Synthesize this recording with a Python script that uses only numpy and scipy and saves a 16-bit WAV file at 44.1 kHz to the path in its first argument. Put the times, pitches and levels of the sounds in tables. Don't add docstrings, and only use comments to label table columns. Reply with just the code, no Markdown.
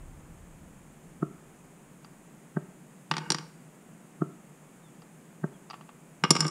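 import sys
import numpy as np
from scipy import signal
from scipy.fft import rfft, irfft
from scipy.io import wavfile

SR = 44100
rng = np.random.default_rng(int(sys.argv[2]) if len(sys.argv) > 2 else 0)


def dump(signal):
    limited = np.clip(np.atleast_2d(signal).T, -1, 1)
    pcm = np.round(limited * 32767).astype(np.int16)
    wavfile.write(sys.argv[1], SR, pcm)


N = 286650
TIME = np.arange(N) / SR


def from_db(db):
    return 10 ** (np.asarray(db) / 20)


def fade(t, ring_s):
    return from_db(-60 * t / ring_s)


def rms_one(x):
    return x / np.sqrt(np.mean(x ** 2) + 1e-20)


def add(out, start_s, sound):
    at = round(start_s * SR)
    out[at:at + len(sound)] += sound[:N - at]


def butter(x, hz, kind, order=2):
    return signal.sosfilt(signal.butter(order, hz, kind, fs=SR, output="sos"), x)


def coloured_noise(spectrum):
    hz, db = np.transpose(spectrum)
    bins_hz = np.maximum(np.fft.rfftfreq(N, 1 / SR), 1)
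    gains = from_db(np.interp(np.log(bins_hz), np.log(hz), db))
    return rms_one(irfft(rfft(rng.standard_normal(N)) * gains, N))


def room(x, echo_db, ring_s, wall_hz):
    t = TIME[:SR]
    tail = rng.standard_normal(SR) * fade(t, ring_s)
    tail *= np.clip(t / 0.013, 0, 1) ** 2
    tail = butter(tail / np.linalg.norm(tail), wall_hz, "low")
    return x + from_db(echo_db) * signal.fftconvolve(x, tail)[:N]


def small_microphone(x, leak_db, low_cut_hz=140):
    low_cut = signal.butter(7, low_cut_hz, "high", fs=SR, output="sos")
    passed = signal.sosfiltfilt(low_cut, x, padtype="constant")
    return passed + from_db(leak_db) * (x - passed)


# pitch_hz, relative_db
HUM_AND_HISS = [(30, -33.5), (100, -39), (125, -10), (155, 2), (230, -5.5), (450, -14), (1000, -19.5),
                (2500, -26.5), (4200, -38), (5800, -36.5), (6700, -27), (9000, -28.5), (12000, -37),
                (15500, -40.5)]
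# pitch_hz, relative_db
RUMBLE_SHAPE = [(12, -23.5), (30, 1.5), (48, -6.5), (75, -5.5), (130, -10.5), (400, -30), (1500, -36),
                (4000, -71)]
def background(hum_db=-53, rumble_db=-47.5, fall_db_per_s=15, rest_db=-77.5):
    hum = from_db(hum_db) * coloured_noise(HUM_AND_HISS)
    rumble_gain = from_db(rumble_db - fall_db_per_s * TIME) + from_db(rest_db)
    return hum + rumble_gain * coloured_noise(RUMBLE_SHAPE)


# start_s, length_s, start_hz, end_hz, level_db
FAR_CHIRPS = [(4.82, 0.085, 3800, 3280, -67), (5.528, 0.043, 3500, 3080, -65.5)]
def chirps():
    out = np.zeros(N)
    for start_s, length_s, start_hz, end_hz, level_db in FAR_CHIRPS:
        hz = np.linspace(start_hz, end_hz, round(length_s * SR))
        whistle = np.sin(2 * np.pi * np.cumsum(hz) / SR)
        swell = np.sqrt(np.hanning(len(hz)))
        add(out, start_s, from_db(level_db) * swell * whistle)
    return out


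def knock(tones, swell_s, lead_s_per_hz, dull_hz):
    t = TIME[:SR // 4] - 0.05
    out = 0
    for hz, db, ring_s in tones:
        age = t + lead_s_per_hz * hz
        shape = fade(np.abs(age), np.where(age < 0, swell_s, ring_s))
        out += from_db(db) * shape * np.cos(2 * np.pi * hz * age)
    return signal.sosfiltfilt(signal.butter(6, dull_hz, fs=SR, output="sos"), out)


# pitch_hz, deep_db, bright_db, ring_s
KNOCK_TONES = [(150.4, 8, 11.5, 0.038), (207.5, -28, -10, 0.094), (311, -1, -20.5, 0.047),
               (372.5, -3.5, 0.5, 0.038), (596, -22.5, -11.5, 0.083), (683, -11.5, -10, 0.045),
               (886, -17, -7.5, 0.014), (1127, -20, -16, 0.04), (1278, -4, -6.5, 0.0069),
               (1360, -23, -29, 0.18), (1560, -18, -4.5, 0.015), (1840, -24.5, -11.5, 0.0065)]
# peak_s, gain_db
KNOCK_TIMES = [(1.2316, -23), (2.5733, -26), (4.2234, -22), (5.4447, -27)]
def knocks():
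    hz, deep_db, bright_db, ring_s = np.transpose(KNOCK_TONES)
    deep = knock(zip(hz, deep_db, ring_s), swell_s=0.025, lead_s_per_hz=1.1e-6, dull_hz=2000)
    bright = knock(zip(hz, bright_db, ring_s), swell_s=0.02, lead_s_per_hz=1.3e-6, dull_hz=2260)
    out = np.zeros(N)
    for k, (peak_s, gain_db) in enumerate(KNOCK_TIMES):
        add(out, peak_s - 0.05, from_db(gain_db) * (bright if k % 2 else deep))
    return out


BENCH_HZ, BODY_HZ, RIM_HZ, EDGE_HZ = (110, 650), (720, 3700), (3900, 6200), (6400, 10300)
def ring(force, tones, band):
    in_band = [tone for tone in tones if band[0] <= tone[0] < band[1]]
    out = 0
    for k, (hz, db, ring_s) in enumerate(in_band):
        decay, angle = fade(1 / SR, ring_s), 2 * np.pi * hz / SR
        strength = (-1) ** k * from_db(db + rng.standard_normal())
        feedback = [1, -2 * decay * np.cos(angle), decay ** 2]
        out += strength * signal.lfilter([0, np.sin(angle)], feedback, force)
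    return out


def strike(tones, band, crack_db, crack_s):
    t, head = TIME[:SR // 4], SR // 100
    crack_fade = fade(t, crack_s)
    scuff = rng.standard_normal(len(t)) * crack_fade / 80
    ringing = ring(signal.unit_impulse(len(t)) + scuff, tones, band)
    crack = butter(rng.standard_normal(len(t)) * crack_fade, band, "band", order=3)
    blow = ringing / np.std(ringing[:head]) + from_db(crack_db) * crack / np.std(crack[:head])
    blow *= 1 - np.exp(-t / 0.00029)
    return blow / np.std(blow[:head])


# start_s, level_db, hardness_db
HAND_TAPS = [(2.046, -52.5, -4), (5.0192, -56.5, -8), (5.7002, -45, -5), (5.7078, -42, -7),
             (5.732, -46, -21), (5.740, -42.5, -25), (5.81, -50.5, -22), (5.891, -49.5, -30)]
# pitch_hz, relative_db, ring_s
HELD_TONES = [(847, 5, 0.013), (1148, -1.5, 0.052), (1300, 0, .025), (1860, -12, .015), (2760, -4.5, 0.021),
              (4695, 11, 0.023), (5300, -3, 0.02)]
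def held_taps():
    out = np.zeros(N)
    for start_s, db, hardness_db in HAND_TAPS:
        clack = from_db(db) * strike(HELD_TONES, BODY_HZ, crack_db=-10, crack_s=0.047)
        click = from_db(db + hardness_db) * strike(HELD_TONES, RIM_HZ, crack_db=-9, crack_s=0.019)
        add(out, start_s, clack + click)
    return out


def sizzle():
    t = TIME[:SR // 4]
    return butter(rng.standard_normal(len(t)), 10000, "high") * fade(t, ring_s=0.022)


# pitch_hz, relative_db, ring_s
BENCH_TONES = [(151.3, 4.5, 0.064), (195, 4, 0.019), (311, -2.5, 0.046), (376.5, -6, 0.039),
               (481, -15, 0.087), (635, -24, 0.064)]
def landings(hits, tones, body_crack_db, rim_crack_db, edge_crack_db):
    out = np.zeros(N)
    for start_s, db, hardness_db, thud_db in hits:
        edge_db = db - 8.5 + 1.21 * hardness_db
        harsh_db = 0.21 * hardness_db
        thud = from_db(db + thud_db) * strike(BENCH_TONES, BENCH_HZ, crack_db=-13.5, crack_s=0.071)
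        clack = from_db(db) * strike(tones, BODY_HZ, body_crack_db + harsh_db, crack_s=0.031)
        click = from_db(db + hardness_db) * strike(tones, RIM_HZ, rim_crack_db, crack_s=0.021)
        snap = from_db(edge_db) * strike(tones, EDGE_HZ, edge_crack_db + harsh_db, crack_s=0.013)
        hiss = from_db(edge_db - 6) * sizzle()
        add(out, start_s, thud + clack + click + snap + hiss)
    return out


def sliding(slides, tones, bench_db, rim_db, edge_db):
    catches_per_s, rise_s, fall_db_per_s = 900, 0.065, 126.5
    catches = (rng.random(N) < catches_per_s / SR) * rng.standard_normal(N) + 1e-18
    scrape = from_db(bench_db) * rms_one(ring(catches, BENCH_TONES, BENCH_HZ))
    for band, db in ((BODY_HZ, 0), (RIM_HZ, rim_db), (EDGE_HZ, edge_db)):
        scrape += from_db(db) * rms_one(ring(catches, tones, band))
    gain = np.zeros(N)
    for start_s, length_s, db in slides:
        rise = np.clip((TIME - start_s) / rise_s, 0, 1)
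        past_end_s = np.maximum(TIME - start_s - length_s, 0)
        gain += rise * from_db(db - fall_db_per_s * past_end_s)
    return gain * scrape


# start_s, level_db, hardness_db, thud_offset_db
THIN_LANDINGS = [(3.1127, -23.5, -11.5, -4), (3.1382, -35.5, -13, -2), (3.1668, -33, -6, -5),
                 (3.1807, -34.5, -5.5, -2), (3.303, -28.5, 5.5, 1.5), (3.3192, -34, 7.5, 0),
                 (3.3455, -32.5, -1, -2.5), (3.3842, -40.5, -2.5, -9)]
# start_s, length_s, level_db
THIN_SCRAPES = [(3.125, 0.14, -48), (3.34, 0.055, -52.5)]
# pitch_hz, relative_db, ring_s
THIN_TONES = [(894, 4.5, 0.045), (1167, 2, 0.041), (1500, 8, 0.016), (1883, -4.5, 0.041),
              (2190, -6.5, 0.038), (2847, -2.5, 0.031), (3370, -40, 0.022), (4140, -4.5, .02),
              (4480, -4, 0.0051), (4800, 6.5, 0.015), (5400, -1, 0.025), (5710, -3.5, 0.038),
              (5800, -29, 0.03), (6600, -14, 0.028), (7150, -7.5, 0.026), (8560, -6, 0.022),
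              (10200, -16, 0.028)]
def thin_half():
    hits = landings(THIN_LANDINGS, THIN_TONES, body_crack_db=-0.5, rim_crack_db=-3.5, edge_crack_db=-4.5)
    return hits + sliding(THIN_SCRAPES, THIN_TONES, bench_db=5, rim_db=-19.5, edge_db=-22)


# start_s, level_db, hardness_db, thud_offset_db
THICK_LANDINGS = [(6.2375, -20.5, -10.5, -0.5), (6.2478, -25.5, -25, -3.5), (6.3055, -21, 7.5, 5),
                  (6.3087, -37, 19, -27), (6.352, -31.5, -1.5, 4.5), (6.3638, -26, -4.5, -14),
                  (6.394, -47, 2, -8), (6.4053, -31.5, 10, -2), (6.425, -36.5, -11, 0.5),
                  (6.4508, -32.5, -24, 8.5), (6.4662, -48.5, 12, 4), (6.48, -44, 8.5, -13)]
# start_s, length_s, level_db
THICK_SCRAPES = [(6.31, 0.14, -38.5)]
# pitch_hz, relative_db, ring_s
THICK_TONES = [(908, 0, 0.027), (1123, -0.5, 0.046), (1209, 4.5, 0.044), (1560, -2, 0.024),
               (2186, -2.5, 0.024), (2320, -39, 0.083), (2845, -3.5, 0.041), (3200, -23, 0.048),
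               (3380, -18, 0.055), (4805, 1.5, 0.016), (4955, -7, 0.021), (5170, -0.5, 0.059),
               (5485, 6, 0.029), (5590, -4, 0.056), (5730, -5, 0.051), (7150, 13, 0.031), (7970, 6, 0.028),
               (8700, 1, 0.032), (8900, -2, 0.068), (9770, -2.5, 0.05)]
def thick_half():
    hits = landings(THICK_LANDINGS, THICK_TONES, body_crack_db=-4, rim_crack_db=-11, edge_crack_db=-3.5)
    return hits + sliding(THICK_SCRAPES, THICK_TONES, bench_db=7, rim_db=-5.5, edge_db=-10)


def scene():
    plastic = thin_half() + thick_half() + held_taps()
    plastic = butter(plastic, 11300, "low")
    plastic = room(plastic, echo_db=-14.5, ring_s=0.42, wall_hz=5550)
    knocking = room(knocks(), echo_db=-14, ring_s=0.54, wall_hz=3000)
    blows = small_microphone(plastic, leak_db=-27.5) + small_microphone(knocking, leak_db=-34)
    return (blows + chirps() + background())[None]


def record(dry, cutoff_hz=15600):
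    treble_cut = signal.ellip(10, .1, 80, cutoff_hz, fs=SR, output="sos")
    return signal.sosfilt(treble_cut, np.tanh(dry))


dry = scene()
out = record(dry)
dump(out)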